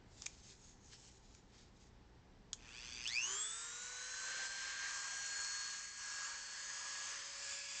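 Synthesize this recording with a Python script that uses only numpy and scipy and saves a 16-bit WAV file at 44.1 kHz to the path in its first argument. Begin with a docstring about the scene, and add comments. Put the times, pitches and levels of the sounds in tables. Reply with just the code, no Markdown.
"""A lab, over ventilation rumble and mains hum. Gloved hands shift their grip on a small rotary tool:
rubber sticks and slips, plastic clicks, and the switch snaps on. The motor growls at low speed,
pulsing with the mains, then is turned up to a high whine of armature slots and fan blades over
rushing air and hissing brushes. A small camera's low sampling rate folds the highest whistle down."""
import sys
import numpy as np
from scipy import signal
from scipy.fft import rfft, irfft, next_fast_len
from scipy.io import wavfile
from scipy.ndimage import uniform_filter1d, map_coordinates

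SR = 44100
rng = np.random.default_rng(int(sys.argv[2]) if len(sys.argv) > 2 else 0)


def store_pcm(level_fs):
    """Save levels as 16-bit WAV."""
    pcm = np.round(np.clip(level_fs, -1, 1) * 32767).astype(np.int16)
    wavfile.write(sys.argv[1], SR, np.atleast_2d(pcm).T)


N = 343980
T = np.arange(N) / SR
MAINS_HZ = 60
SWITCH_S, TURN_UP_S = 2.54, 3.0545  # power on; speed control turned up

# running noise as the hands cover and uncover the tool: (time [s], air level [dB], hiss level [dB])
HAND_COVER = [(3.6, -60, -53), (3.67, -58.5, -53.5), (4.11, -56.5, -51.5), (4.46, -51, -48),
              (4.48, -55.5, -51.5), (4.66, -51, -49.5), (4.77, -53.5, -53.5), (4.84, -50, -51.5),
              (4.97, -53.5, -50.5), (5.44, -55, -48), (5.74, -55.5, -51), (5.94, -62.5, -55.5),
              (6.02, -57, -50.5), (6.24, -54, -50), (6.43, -57.5, -54.5), (7.1, -53.5, -49.5),
              (7.31, -56.5, -54.5), (7.53, -50.5, -47.5), (7.63, -55.5, -54), (7.78, -54.5, -50)]
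# modes of the plastic shell: (frequency [Hz], width [Hz], level [dB])
SHELL_MODES = [(2528, 323, -1.5), (3460, 147, -2.5), (4640, 410, -4.5), (6270, 270, -4.5)]
# the nose of the tool tips down: (time [s], tilt [0-1])
NOSE_TILT = [(7.25, 0), (7.5, 1)]


def amp(db):
    """Decibels to gain."""
    return 10 ** (np.asarray(db) / 20)


def unit(x):
    """Scale to rms 1."""
    return x / np.sqrt(np.mean(x ** 2) + 1e-20)


def eq(points, hz):
    """Gain of an EQ curve drawn through (frequency [Hz], level [dB]) points on a log axis."""
    freqs, db = np.transpose(points)
    return amp(np.interp(np.log(hz + 1), np.log(freqs + 1), db))


def curves(rows):
    """Automation: one value per sample for each column after the time."""
    times, *columns = np.transpose(rows)
    return [np.interp(T, times, column) for column in columns]


def wobble(rate):
    """A smooth random curve, rate knots a second."""
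    return map_coordinates(rng.standard_normal(int(N * rate / SR) + 4), [T * rate])


def filtered(x, response):
    """Pass x through a complex response of frequency."""
    size = next_fast_len(N + 8192)
    return irfft(rfft(x, size) * response(np.fft.rfftfreq(size, 1 / SR)), size)[:N]


def noise(spectrum, patchy_db):
    """Coloured noise of rms 1 with drifting patches of gain."""
    bins = signal.stft(rng.standard_normal(N), nperseg=512)[2]
    patches = uniform_filter1d(rng.standard_normal(bins.shape), size=5, axis=0)
    patches = unit(uniform_filter1d(patches, size=36, axis=1))
    patchy = signal.istft(bins * amp(patchy_db * patches), nperseg=512)[1][:N]
    return unit(filtered(patchy, lambda hz: eq(spectrum, hz)))


def causal(x, spectrum, size=2048):
    """Colour x with a minimum-phase filter of energy 1, keeping attacks sharp."""
    cepstrum = irfft(np.log(eq(spectrum, np.fft.rfftfreq(size, 1 / SR))))
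    cepstrum[1:size // 2] *= 2
    cepstrum[size // 2 + 1:] = 0
    response = irfft(np.exp(rfft(cepstrum)))
    return signal.fftconvolve(x, response / np.linalg.norm(response))[:N]


def resonances(modes, hz):
    """Complex response of modes of alternating polarity."""
    return sum((-1) ** k * amp(db) * 1j * hz * width / (centre ** 2 - hz ** 2 + 1j * hz * width)
               for k, (centre, width, db) in enumerate(modes))


def room_tone():
    """Ventilation rumble and mains hum; the bed sinks as the tool comes up to speed."""
    # ventilation colour: (frequency [Hz], level [dB])
    rumble_eq = [(13, -43.5), (22, -0.5), (54, 1), (150, -10), (188, -6), (333, -13.5), (387, -11),
                 (621, -20.5), (837, -15.5), (1050, -21.5), (1190, -23.5), (2000, -24), (2160, -27.5),
                 (5560, -31), (8500, -40.5), (11000, -87.5), (18700, -120)]
    # fader of the bed: (time [s], level [dB])
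    fader = [(0, -62.5), (0.5, -65), (3.05, -63.5), (3.4, -71.5), (7.8, -75)]
    rumble = unit(filtered(rng.standard_normal(N), lambda hz: eq(rumble_eq, hz)))
    phase = 2 * np.pi * MAINS_HZ * T
    hum = np.sqrt(2) * (amp(-17) * np.sin(phase) + amp(-10.5) * np.sin(2 * phase))
    return amp(curves(fader)[0]) * (rumble + hum * amp(0.78 * wobble(3.3)))


def gloves():
    """Rubber sticks and slips in tiny grains; each stroke of the grip swells and fades."""
    # slides on the shell: (middle [s], half length [s], rub level [dB], hiss level [dB])
    strokes = [(.245, 0.1, -64, -63.5), (0.404, 0.079, -70, -68.5), (0.496, 0.054, -62.5, -62.5),
               (0.666, 0.093, -70, -66), (0.873, 0.072, -72.5, -67.5), (0.932, 0.029, -61, -64),
               (1.052, 0.13, -67.5, -64.5), (1.315, 0.12, -72.5, -73), (1.592, 0.082, -66.5, -72.5),
               (1.82, 0.071, -74, -73)]
    # broad body of the rub: (frequency [Hz], level [dB])
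    rub_eq = [(500, -25), (1500, -12.5), (3000, -8), (4600, -5), (5500, -4.5), (7500, -22)]
    # bright hiss of the slide: (frequency [Hz], level [dB])
    slide_eq = [(3500, -34), (5200, -2.5), (6800, 5.5), (7800, -1), (9000, -20), (12000, -51)]
    rub, hiss = np.zeros(N), np.zeros(N)
    for middle, half, rub_db, hiss_db in strokes:
        swell = np.exp(-((T - middle) / half) ** 2)
        rub = np.hypot(rub, amp(rub_db) * swell)
        hiss = np.hypot(hiss, amp(hiss_db) * swell)
    grain = unit(amp(1.1 * wobble(450) + 1.6 * wobble(49.7)))
    return grain * (rub * noise(rub_eq, patchy_db=1.5) + hiss * noise(slide_eq, patchy_db=1.8))


def clicks():
    """Each click is a sharp snap, a faint knock and a short ring of the struck part of the shell."""
    # grip, switch and speed control: (time [s], level [dB], ring offset [dB], ring pitch [Hz])
    hits = [(0.2205, -33, -26, 2400), (0.2596, -28.5, -17, 2400), (0.262, -32, -18, 2430),
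            (0.2649, -30, -1.5, 2400), (0.9338, -50.5, 2, 1630), (1.3494, -46, -10, 2400),
            (2.531, -24.5, -11, 3280), (2.5362, -38, -10, 3360), (3.0763, -28, -19, 3380),
            (5.4467, -29, -24, 2400)]
    # bright plastic snap: (frequency [Hz], level [dB])
    snap_eq = [(500, -30), (2000, -24), (3300, -13), (4300, -13.5), (5400, -8), (6000, -5), (6900, -2),
               (8000, -18), (10000, -6.5)]
    # midrange knock: (frequency [Hz], level [dB])
    knock_eq = [(100, -18), (600, -25), (1200, -2.5), (1800, -3), (3000, -11), (6000, -13)]
    snaps, rings = np.zeros(N), np.zeros(N)
    t = np.arange(SR // 10) / SR
    attack = 1 - np.exp(-t / 0.00032)
    strike = attack * (amp(-60 * t / 0.0061) + amp(-23) * amp(-60 * t / 0.069))
    ring = attack * amp(-60 * t / 0.008)
    for time, db, ring_db, hz in hits:
        start = round(time * SR)
        snaps[start:start + len(t)] += amp(db + 6) * strike * rng.standard_normal(len(t))
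        rings[start:start + len(t)] += amp(db + ring_db + 3) * ring * np.sin(2 * np.pi * hz * t)
    low_cut = signal.butter(2, 1500, 'highpass', fs=SR, output='sos')
    return causal(snaps, snap_eq) + amp(-23) * causal(snaps, knock_eq) + signal.sosfilt(low_cut, rings)


def walls(x, t60):
    """The short diffuse answer of bench and walls."""
    t = np.arange(SR // 3) / SR
    tail = rng.standard_normal(len(t)) * amp(-60 * t / t60) * (t > .003)
    return signal.fftconvolve(x, tail / np.linalg.norm(tail))[:N]


def shaft_speed():
    """Turns a second: a slow start, a leap when turned up, then a steady creep upward."""
    # the shaft closes in on each new speed: (start [s], speed gained [Hz], time constant [s])
    spin_up = [(SWITCH_S, 202.3, .323), (TURN_UP_S, 139.3, .101), (TURN_UP_S, 181.7, .504)]
    creep_hz_per_s = 8.33
    steps = sum(gain * (1 - np.exp(-np.maximum(T - start, 0) / tau)) for start, gain, tau in spin_up)
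    return steps + creep_hz_per_s * np.maximum(T - TURN_UP_S, 0)


def slow_db(speed, per_decade, cruise_hz=446):
    """Level lost below cruising speed (0 dB or less)."""
    return per_decade * np.log10(np.clip((speed + 1) / cruise_hz, None, 1))


def shake_db(speed, lift, critical_hz=390, width_hz=35.4):
    """Level gained near the critical speed, where the whole tool shakes."""
    return lift * np.exp(-((speed - critical_hz) / width_hz) ** 2)


def strain(speed):
    """Follows the power that accelerates the rotor, 0-1."""
    power = np.abs(speed * np.gradient(speed))
    return (power / power.max()) ** 0.98


def mains(speed):
    """Depth and phase [rad] of the current's pulsing: it smooths out and lags as speed gathers."""
    depth = np.interp(speed, [150, 420, 560], [.9, .8, .45])
    lag_cycles = np.interp(speed, [160, 420], [-.06, .24])
    return depth, 2 * np.pi * (2 * MAINS_HZ * T - lag_cycles)


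def surge(depth, phase):
    """Current swells on each half wave of the mains; rms 1."""
    return np.exp(depth * np.cos(phase)) / np.sqrt(np.i0(2 * depth))


def shell(hz):
    """Complex response of the plastic shell."""
    return resonances(SHELL_MODES, hz)


def rotor(speed):
    """Return an oscillator locked to the shaft; at low speed torque pulses jerk it and smear its tones."""
    _, phase = mains(speed)
    effort = strain(speed)
    jerk = .055 * np.sin(phase) + .02 * wobble(260)
    angle = 2 * np.pi * np.cumsum(speed * (1 + 0.000452 * wobble(14))) / SR
    angle += jerk * np.interp(speed, [155, 250, 400, 500], [0.3, 0.44, 0.23, 0.052])

    def tone(order, rough, drift_db=1):
        """One multiple of the shaft speed; phase flutter and level drift grow under strain."""
        flutter = (rough + .45 * effort) * wobble(130)
        drift = amp(drift_db * wobble(5) + 1.6 * np.sqrt(effort) * wobble(45))
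        return np.sqrt(2) * drift * np.sin(order * angle + flutter + rng.uniform(0, 2 * np.pi))
    return tone


def slot_whine(speed, tone, level_db):
    """Eight armature slots tug at the field, harder while the rotor accelerates, and ring the shell."""
    cutoff_hz, leak_db = 1900, -16.5  # the small shell radiates lows poorly; some octave bypasses it
    effort = strain(speed)
    depth, phase = mains(speed)
    current = surge(depth, phase)
    radiated = 1 / (1 + (cutoff_hz / (8 * speed + 1)) ** 10)
    tug = amp(-35.5) * effort * np.abs(shell(8 * speed)) * radiated
    # under load the alternating field splits the tone into a beating pair, which merges at speed
    split = np.interp(speed, [488, 492], [1, 0])
    field = np.sqrt(2 * split) * np.cos(phase / 2) + np.sqrt(1 - split) * current
    whine = np.hypot(tug, amp(level_db)) * field * tone(order=8, rough=0.14, drift_db=0.9)
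    octave_gain = amp(-37.5) * effort * np.hypot(np.abs(shell(16 * speed)), amp(leak_db))
    return whine + octave_gain * current * tone(order=16, rough=0.33, drift_db=-0.5)


def growl(speed, tone):
    """Slot overtones of the labouring motor sweep through the shell's modes; some bypass the shell."""
    # fader of the growl: (time [s], level [dB])
    fader = [(2.55, -90), (2.68, -66), (2.78, -58), (3.045, -56), (3.06, -49), (3.15, -55), (3.22, -75),
             (3.3, -120)]
    current = surge(*mains(speed))
    overtones = sum(tone(order=k, rough=.45) for k in range(16, 49, 8))
    # the brightest stays in the treble: the 32nd order hands over to the 24th
    handover = np.clip((speed - 160) / 30, 0, 1)
    direct = amp(-11) * (1 - handover) * tone(order=32, rough=.8)
    direct += amp(-2) * handover * tone(order=24, rough=.4)
    direct += amp(-22.5) * (overtones + sum(tone(order=k, rough=.5) for k in (12, 18, 26)))
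    return amp(curves(fader)[0]) * (filtered(overtones * current, shell) + current * direct)


def whistle(speed, tone):
    """The 18th shaft order flares as it glides through two resonances."""
    # treble resonances: (frequency [Hz], width [Hz], level [dB])
    peaks = [(6340, 200, -43), (7580, 470, -43)]
    depth, phase = mains(speed)
    floor = amp(-56.5 + slow_db(speed, per_decade=23))
    gain = np.hypot(np.abs(resonances(peaks, 18 * speed)), floor)
    return gain * tone(order=18, rough=.2, drift_db=-1.5) * surge(0.067 * depth, phase)


def motor_tones(speed):
    """All that is locked to the shaft: slots, growl, whistle, unbalance, fan blades and faint orders."""
    # balance as the tool is turned in the hands:
    # (time [s], unbalance [dB], fan against the air [dB], slots [dB], fan overtone [dB])
    balance = [(3.6, -73, -1.5, -63, -85), (4.27, -69.5, 3.5, -57, -65.5), (5.05, -83, 3.5, -57.5, -77.5),
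               (5.4, -87, 4.5, -49.5, -78), (5.95, -91, 0.5, -59, -69), (6.25, -74.5, 4.5, -57, -65),
               (6.5, -75, -1, -59.5, -64), (6.75, -74, -0.5, -61, -57), (7.0, -72, -0.5, -58, -59),
               (7.27, -71, -9.5, -62.5, -58), (7.5, -65.5, -4.5, -60, -59), (7.7, -69.5, -8, -71, -63)]
    # faint tones that emerge near full speed: (order [x shaft speed], level against the air [dB])
    faint_orders = [(2, -22), (6, -16.5), (10, -14.5), (12, -12), (14, -14)]
    unbalance_db, fan_db, slots_db, overtone_db = curves(balance)
    air_db = curves(HAND_COVER)[0] + shake_db(speed, lift=7.5)
    speed_db = slow_db(speed, per_decade=54)
    tone = rotor(speed)
    whine = slot_whine(speed, tone, slots_db + speed_db) + growl(speed, tone) + whistle(speed, tone)
    shaft = amp(unbalance_db - 2.5 + shake_db(speed, lift=16)) * tone(order=1, rough=0.15, drift_db=0.5)
    fan = amp(air_db + fan_db - 2) * tone(order=3, rough=0.16, drift_db=0.9)
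    fan += amp(overtone_db - 1.5) * tone(order=9, rough=0.24, drift_db=-0.8)
    faint = sum(amp(db) * tone(order=k, rough=0.2, drift_db=2.5) for k, db in faint_orders)
    faint *= amp(air_db - 0.5 - 6 * curves(NOSE_TILT)[0]) * np.clip((speed - 470) / 55, 0, 1)
    return whine + amp(speed_db) * (shaft + fan) + faint


def fan_air(speed):
    """Air through the vents grows with speed and softens as the nose tips down."""
    # midrange of the vents: (frequency [Hz], level [dB])
    vents_eq = [(100, -60.5), (300, -21.5), (720, -15), (1050, -4), (1350, -5), (1700, 1), (2000, -4),
                (2400, -9.5), (3500, -44)]
    # brighter rush of air: (frequency [Hz], level [dB])
    rush_eq = [(1500, -28), (2300, -3), (2900, -0.5), (3700, -4), (4800, -2), (5600, -4.5), (7000, -36)]
    level_db = curves(HAND_COVER)[0] + slow_db(speed, per_decade=10) + shake_db(speed, lift=7.5)
    tilt, = curves(NOSE_TILT)
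    depth, phase = mains(speed)
    vents = amp(0.5 - 5.5 * tilt) * noise(vents_eq, patchy_db=1.83)
    rush = amp(-0.5 - 5 * tilt) * noise(rush_eq, patchy_db=1.0) * surge(0.029 * depth, phase)
    return amp(level_db) * (vents + rush)


def brush_hiss(speed):
    """The brushes spark unevenly, in time with the mains at low speed; tilting changes their colour."""
    # hiss before the tilt: (frequency [Hz], level [dB])
    raised_eq = [(3800, -33.5), (5100, -8.5), (5800, -4.5), (6550, 0.5), (7300, -4), (8000, -7),
                 (9000, -12), (12000, -46.5)]
    # hiss with the nose down: (frequency [Hz], level [dB])
    lowered_eq = [(1900, -22.5), (2250, -3), (2550, -8), (3000, -12), (3350, -9.5), (3900, -14.5),
                  (5050, 0.5), (5600, -2.5), (6100, -5), (6800, 1.5), (7250, 4), (8000, -5.5), (9000, -9),
                  (12000, -45)]
    level_db = curves(HAND_COVER)[1] + 1 + slow_db(speed, per_decade=18) + shake_db(speed, lift=6)
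    tilt, = curves(NOSE_TILT)
    _, phase = mains(speed)
    sparking = surge(np.interp(speed, [160, 450], [.6, .05]), phase) * amp(0.64 * wobble(350))
    hiss = np.sqrt(1 - tilt) * noise(raised_eq, patchy_db=2.0)
    hiss += np.sqrt(tilt) * noise(lowered_eq, patchy_db=-0.5)
    return amp(level_db) * hiss * sparking


def brush_rattle(speed):
    """The brushes shake the shell in pulses a tenth of a cycle ahead of the current's."""
    # fader of the rattle: (time [s], level [dB])
    fader = [(2.55, -63), (2.62, -59), (2.7, -64), (2.78, -54.5), (3.04, -50), (3.2, -54), (3.6, -71.5),
             (7.4, -69), (7.52, -52), (7.8, -49)]
    _, phase = mains(speed)
    depth = np.interp(speed, [160, 500], [1.5, .1])
    pulses = rng.standard_normal(N) * surge(depth, phase + 2 * np.pi * .1)
    return amp(curves(fader)[0] - 2.5) * unit(filtered(pulses, shell))


def motor():
    """The tool runs from the moment the switch closes."""
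    speed = shaft_speed()
    fade_in = np.clip((T - SWITCH_S) / 0.13, 0, 1)
    return fade_in * (motor_tones(speed) + fan_air(speed) + brush_hiss(speed) + brush_rattle(speed))


def scene():
    """The tool and the hands close by, the room behind them."""
    near = motor() + clicks() + gloves()
    return (near + amp(-17) * walls(near, t60=.25) + room_tone())[None]


def record(dry):
    """The camera's soft input filter lets treble mirror about half its sampling rate."""
    sampling_hz, band_limit_hz = 16000, 8900
    # roll-offs before and after the fold: (frequency [Hz], level [dB])
    input_eq = [(7400, 0), (8000, 0), (8700, -4.5), (9500, -22.5), (11000, -81.5)]
    output_eq = [(7500, 0), (8000, -4.5), (8400, -10.5), (8900, -31.5)]
    softened = filtered(dry[0], lambda hz: eq(input_eq, hz))
    folded = softened * (1 + 2 * np.cos(2 * np.pi * sampling_hz * T))
    return filtered(folded, lambda hz: eq(output_eq, hz) * (hz < band_limit_hz))[None]


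dry = scene()
out = record(dry)
store_pcm(out)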